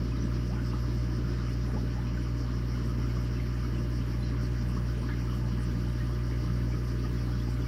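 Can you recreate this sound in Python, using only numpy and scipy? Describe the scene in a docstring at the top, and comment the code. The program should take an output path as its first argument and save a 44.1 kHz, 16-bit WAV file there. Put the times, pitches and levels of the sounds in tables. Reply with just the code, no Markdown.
"""A mains-driven aquarium air pump hums beside a tank from start to end, one channel.
The hum is a harmonic series of the mains; the housing buzz, steady at first, throbs by 0.9 s, calms near 2.1 s,
throbs most from 2.4 to 5.4 s, calms near 6.2 s and throbs again at the end. Filtered noise makes the air's rumble,
which slowly weakens, the wash, and the fizz at the surface, which grows. Decaying sines of rising pitch make
bubbles from 0.1 s on, bursts of spray from 0.2 s and glugs near 0.5, 1.7, 1.95, 5 and 5.5 s."""
import sys
import numpy as np
from scipy import signal
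from scipy.fft import rfft, irfft
from scipy.io import wavfile

SR = 44100
rng = np.random.default_rng(int(sys.argv[2]) if len(sys.argv) > 2 else 0)


def rack_gain(trim_db):
    """Turn a fader trim in dB into the linear factor to multiply a signal by."""
    fader = np.asarray(trim_db, float)
    return 10 ** (fader / 20)


def wav_record(signal):
    """Record a signal, one row per channel, as 16-bit PCM in the file named by sys.argv[1]."""
    frames = np.transpose(np.atleast_2d(signal))
    bounded = np.clip(frames, -1, 1)
    # unit amplitude maps onto the largest positive 16-bit level
    quanta = np.round(bounded * 32767).astype(np.int16)
    wavfile.write(sys.argv[1], SR, quanta)


N = 338247
MAINS_HZ = 59.995

# spectrum of air rumbling out under water: f/Hz, relative level/dB
RUMBLE_SPECTRUM = [(30, -15), (60, -6), (100, -3), (140, -5), (200, -0.5), (240, -4), (270, -1.5),
                   (330, -6), (400, -15), (450, -19.5), (560, -19.5), (700, -28), (1000, -35.5)]
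# spectrum of moving water through the glass: f/Hz, relative level/dB
WASH_SPECTRUM = [(450, -14), (700, -10), (850, -6), (1100, 0.5), (1400, -0.5), (1800, -4), (2500, -9.5),
                 (3000, -7.5), (3400, -13.5), (3700, -14.5), (4400, -11), (5850, -14.5), (6200, -21.5),
                 (7200, -23.5)]
# spectrum of fine fizz at the surface: f/Hz, relative level/dB
FIZZ_SPECTRUM = [(3880, -28), (6600, -2), (7300, -3), (7820, -6), (8720, 1.5), (10300, -3), (11100, -0.5),
                 (13300, -1), (15600, -3)]


def pump(t):
    """Forced vibration: hum and buzz are mains harmonics; a slow beat modulates the buzz in strength and phase."""
    # diaphragm hum: multiple of mains, mean level/dB rms
    hum_partials = [(1, -32.5), (2, -33.5), (3, -45.5), (4, -52), (5, -54), (6, -52), (7, -69), (8, -61.5),
                    (9, -75), (10, -58), (11, -71), (14, -77), (15, -70), (16, -74), (17, -68), (18, -83),
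                    (20, -62), (21, -71.5), (23, -78), (24, -93.5), (25, -67.5), (26, -73), (27, -72),
                    (28, -65), (29, -73), (30, -72), (31, -75), (32, -91), (33, -71), (34, -71.5),
                    (35, -83), (36, -73)]
    # housing buzz: multiple of mains, mean level/dB rms before throb and trim
    buzz_partials = [(37, -89), (38, -77), (41, -76), (42, -78), (44, -82), (46, -77.5), (47, -86),
                     (48, -73.5), (49, -75), (51, -74.5), (52, -78), (75, -74), (78, -86), (79, -69.5),
                     (80, -83), (83, -80), (84, -78), (85, -70), (86, -79), (87, -69.5), (88, -76),
                     (89, -76.5), (90, -78.5), (91, -78), (92, -72.5), (93, -88), (94, -70), (95, -84),
                     (96, -80.5), (97, -72.5), (98, -84.5)]
    # looseness of the housing: t/s, mean depth of the buzz throb (0-1)
    looseness = [(0, 0), (.9, .35), (2.1, 0.14), (2.4, 0.7), (3.5, .65), (4.7, .45), (5.4, 0.7), (6.2, 0.1),
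                 (7.67, 0.6)]
    first_stroke_s = -0.001811
    throb_hz, throb_peak_s, throb_hz_per_s = 6.316, .0466, .032
    wander_db, wander_hz = 2.5, .12
    buzz_trim_db, rattle_db = -0.5, -64

    turn = 2 * np.pi * MAINS_HZ * (t - first_stroke_s)
    hum, buzz = np.zeros(N), np.zeros(N)
    for k, db in hum_partials:
        if k < 4:
            # the lowest multiples line up into one sharp return stroke, the third leading by 0.9 rad
            phase = np.pi * (k - 1) + .9 * (k == 3)
        else:
            phase = rng.uniform(0, 2 * np.pi)
        hum += rack_gain(db) * np.cos(k * turn + phase)

    beat_cycles = throb_hz * (t - throb_peak_s) + throb_hz_per_s * t ** 2 / 2
    beat = 2 * np.pi * beat_cycles + .1 * drift(1.5)
    depth = np.clip(np.interp(t, *np.transpose(looseness)) + 0.24 * drift(2.9), 0, 1)
    throb = depth * np.cos(beat)
    shaken_turn = turn + .008 * np.sin(beat)  # rad
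    for k, db in buzz_partials:
        share = 1 if k > 60 else .25  # the high multiples throb most
        # each multiple comes and goes slowly on its own
        wander = wander_db * np.sin(2 * np.pi * (wander_hz * t + rng.random()))
        level = rack_gain(db + wander) * (1 + 0.15 * drift(1.5))
        buzz += level * (1 + share * throb) * np.cos(k * shaken_turn + rng.uniform(0, 2 * np.pi))

    # the loose part never repeats exactly: noise in the housing resonance, throbbing along
    housing = signal.butter(3, [4400, 5900], "band", fs=SR, output="sos")
    noise = rms_one(signal.sosfilt(housing, rng.standard_normal(N)))
    rattle = rack_gain(rattle_db + 2.7 * drift(16.0)) * (1 + throb / 2) * noise
    tones = hum * rack_gain(0.43 * drift(2.2)) + buzz * rack_gain(buzz_trim_db)
    return rattle + np.sqrt(2) * tones  # sqrt(2) turns rms into peak amplitude


def rumble(t):
    """Amplitude modulation: turbulent air leaves the outlet in puffs, a little stronger on each stroke."""
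    level_db = -39.5 - 0.1248 * t  # the air shifts slowly from the deep outlet to the surface
    puffs = 1 + 0.13 * np.cos(2 * np.pi * MAINS_HZ * (t - .004))
    return puffs * hiss(np.geomspace(25, 1100, 9), RUMBLE_SPECTRUM, level_db, patchy_db=1.8, shared_db=.7)


def bubbles(count=4):
    """Damped bubble resonance: clear bubbles with weaker companions, deep ones swooping up, high ones as pips."""
    # clear single bubbles: onset t/s, envelope peak level/dB, middle f/Hz
    clear_bubbles = [(0.116, -49, 1000), (0.222, -47, 5880), (0.311, -48, 1335), (0.519, -47, 796),
                     (0.589, -42, 1440), (0.719, -48, 2770), (0.731, -44, 1104), (1.117, -49, 954),
                     (1.695, -47, 780), (1.765, -42, 846), (1.979, -46, 835), (2.04, -50, 956),
                     (2.075, -47, 974), (2.266, -46, 1140), (2.769, -48, 1040), (3.163, -43, 1110),
                     (3.396, -47, 2120), (3.645, -44, 1300), (3.776, -49, 2730), (4.226, -50, 4060),
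                     (4.452, -52, 4200), (4.763, -42, 1090), (5.085, -45, 1750), (5.091, -48, 900),
                     (5.474, -50, 900), (5.584, -49, 1800), (5.866, -50, 840), (6.002, -44, 1840),
                     (6.699, -50, 890), (6.725, -48, 2300), (7.053, -49, 850), (7.183, -52, 3316),
                     (7.294, -52, 766), (7.326, -54, 3290), (7.398, -52, 3300), (7.474, -49, 818)]
    out = np.zeros(N)
    companions = rng.uniform(-1, 1, (len(clear_bubbles), count, 3))
    for (s, db, hz), draws in zip(clear_bubbles, companions):
        deep = min(900 / hz, 1)
        add(out, s, rack_gain(db) * plink(hz, cycles=6 + hz / 280, rise_hz=70 * deep, swell_s=.005))
        for late, scatter, size in draws:
            near_hz = hz + 220 * deep * late + 140 * scatter
            companion = plink(near_hz, cycles=4 + hz / 250, rise_hz=70 * deep, swell_s=.004)
            add(out, s + .025 * late, rack_gain(db - 11 + 3 * size) * companion)
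    return out


def glugs():
    """Rising resonance: a big bubble rings long and sweeps up widely as it nears the surface."""
    # big bubbles: onset t/s, envelope peak level/dB, middle f/Hz
    big_bubbles = [(.49, -48.5, 616), (1.73, -43.5, 464), (1.95, -50, 564), (4.96, -46, 431),
                   (5.45, -51, 557)]
    out = np.zeros(N)
    for s, db, hz in big_bubbles:
        # the pitch climbs by a quarter of its middle value per decay time
        add(out, s, rack_gain(db) * plink(hz, cycles=11, rise_hz=.25 * hz, swell_s=0.027))
    return out


def spray(count=32):
    """Superposition: each burst is a shower of small bubbles and droplets spread in time and pitch."""
    # bursts at the surface: start t/s, reference level/dB (each droplet lies 6-12 dB below),
    # nominal lowest f/Hz (pitches spread 6 % below it), highest f/Hz
    bursts = [(0.217, -65, 7450, 9600), (0.54, -51, 890, 1780), (0.641, -65, 8300, 8700),
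              (0.72, -46, 916, 1390), (0.786, -63, 9800, 15000), (1.489, -63, 9100, 12300),
              (1.657, -64, 9400, 12000), (2.145, -66, 7200, 7500), (2.841, -61, 7400, 10900),
              (3.189, -61, 8400, 13600), (3.407, -63, 10400, 14800), (3.927, -64, 8400, 12300),
              (4.182, -62, 9900, 11300), (4.24, -56, 3960, 4500), (4.408, -61, 7600, 13400),
              (4.655, -59.5, 8400, 13200), (4.76, -49, 790, 1410), (4.974, -62, 8800, 10800),
              (5.085, -44, 1090, 2190), (5.29, -53.5, 3050, 3270), (5.332, -59, 7200, 14300),
              (5.584, -57.5, 7200, 10100), (5.88, -64, 7900, 11900), (6.04, -65, 9600, 11300),
              (6.3, -48.5, 1510, 2290), (6.53, -65, 9500, 10100), (6.832, -61, 8400, 13400),
              (7.183, -67, 8900, 11300), (7.381, -65, 12000, 14900), (7.491, -59, 7400, 10300)]
    out = np.zeros(N)
    for (s, db, low_hz, high_hz), draws in zip(bursts, rng.random((len(bursts), count, 3))):
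        for late, pitch, size in draws:
            hz = .94 * low_hz + pitch * (high_hz - .94 * low_hz)
            droplet = plink(hz, cycles=4 + hz / 270, rise_hz=60, swell_s=.002)
            add(out, s + .06 * late, rack_gain(db - 12 + 6 * size) * droplet)
    return out


def lumps():
    """Low bubble resonances: single large bubbles at random times follow the colour of the rumble."""
    return crowd(per_s=40, low_hz=151.1, high_hz=447.5, level_db=-42.5, colour=RUMBLE_SPECTRUM, count=1)


def gurgle():
    """Superposed resonances: faint bubbles in pairs follow the colour of the wash."""
    return crowd(per_s=160, low_hz=417, high_hz=6526, level_db=-58.0, colour=WASH_SPECTRUM, count=2)


def droplets():
    """High resonances of tiny bubbles: clumps of four follow the colour of the fizz."""
    return crowd(per_s=220, low_hz=6560, high_hz=14800, level_db=-80.5, colour=FIZZ_SPECTRUM, count=4)


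def wash():
    """Broadband flow noise: moving water heard through the glass."""
    return hiss(np.geomspace(420, 7400, 12), WASH_SPECTRUM, -52, patchy_db=2.0, shared_db=.3)


def fizz(t):
    """High-frequency noise: fine fizz at the surface grows as the air shifts there."""
    level_db = -69.5 + 0.37 * t
    return hiss(np.geomspace(6400, 16500, 10), FIZZ_SPECTRUM, level_db, patchy_db=1.8, shared_db=.8)


def tank(x):
    """Reverberation: glass walls return a dense, short, exponentially decaying tail."""
    t60_s, tail_db = .1, -6
    t = np.arange(int(.3 * SR)) / SR
    tail = rng.standard_normal(len(t)) * rack_gain(-60 * t / t60_s) * (t > .002)
    return x + rack_gain(tail_db) * signal.fftconvolve(x, tail / np.linalg.norm(tail))[:N]


def plink(hz, cycles, rise_hz, swell_s):
    """Damped oscillator: a bubble swells in, rings unevenly and climbs by rise_hz per decay time."""
    decay_s = cycles / hz
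    t = np.arange(int(5 * decay_s * SR)) / SR
    shape = (1 - np.exp(-t / swell_s)) * np.exp(-t / decay_s)
    wobble = 1 + .5 * np.sin(2 * np.pi * (rng.uniform(75, 157.4) * t + rng.random()))
    pitch = hz + rise_hz * (t / decay_s - .7)
    return shape / shape.max() * wobble * np.sin(2 * np.pi * np.cumsum(pitch) / SR)


def crowd(per_s, low_hz, high_hz, level_db, colour, count):
    """Random superposition: faint bubbles in clumps of count, some standing out, coloured by a spectrum."""
    out = np.zeros(N)
    clumps = int(per_s * N / SR / count)
    for when, pitch, size in rng.random((clumps, 3)):
        for late, scatter in rng.uniform(-1, 1, (count, 2)):
            hz = low_hz * (high_hz / low_hz) ** pitch * (1 + .03 * scatter)
            db = level_db + 11 * size ** 2 + np.interp(hz, *np.transpose(colour))
            bubble = plink(hz, cycles=4 + hz / 180, rise_hz=50, swell_s=.004)
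            add(out, when * N / SR + .025 * late, rack_gain(db) * bubble)
    return out


def hiss(edges, spectrum, level_db, patchy_db, shared_db):
    """Turbulence noise in narrow bands: each swells on its own and a little with the rest."""
    out = np.zeros(N)
    white = rng.standard_normal((2, N))  # neighbouring bands take different noises
    together = drift(7.0)
    for k, (low, high) in enumerate(zip(edges, edges[1:])):
        band_pass = signal.butter(2, [low, high], "band", fs=SR, output="sos")
        out += signal.sosfilt(band_pass, white[k % 2]) * rack_gain(patchy_db * drift(12.0))
    return rack_gain(level_db + shared_db * together) * rms_one(coloured(out, spectrum))


def coloured(x, spectrum):
    """Linear filtering: weight the spectrum by (f/Hz, level/dB) points on a log frequency axis."""
    hz, db = np.transpose(spectrum)
    bins = np.maximum(np.fft.rfftfreq(N, 1 / SR), 1)
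    gain_db = np.interp(np.log(bins), np.log(hz), db, left=-90)
    return irfft(rfft(x) * rack_gain(gain_db), N)


def drift(rate):
    """Low-passed chance: noise through two one-pole filters with corners at rate in Hz, rms 1."""
    step = 40  # samples between drawn points
    r = np.exp(-2 * np.pi * rate * step / SR)
    noise = rng.standard_normal(N // step + 2002)
    slow = signal.lfilter([1], [1, -2 * r, r * r], noise)[2000:]  # drop the filter's run-in
    return np.interp(np.arange(N) / step, np.arange(len(slow)), rms_one(slow))


def rms_one(x):
    """Normalisation of mean power: scale to rms 1."""
    return x / np.sqrt(np.mean(x ** 2) + 1e-20)


def add(out, s, sound):
    """Linear superposition: lay a short sound in at s seconds."""
    i = int(np.clip(s * SR, 0, N))
    out[i:i + len(sound)] += sound[:N - i]


def scene():
    """Pressures add at one point; bubbles and droplets also ring in the tank."""
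    t = np.arange(N) / SR
    events = tank(bubbles() + glugs() + spray() + lumps() + gurgle() + droplets())
    return (pump(t) + rumble(t) + wash() + fizz(t) + events)[None]


def band_limit(x):
    """A steep low-pass at the top of the band."""
    return signal.sosfilt(signal.butter(12, 15800, fs=SR, output="sos"), x)


def record(dry):
    """The one-channel sum of all pressures is the finished mix."""
    return band_limit(dry)


dry = scene()
out = record(dry)
wav_record(out)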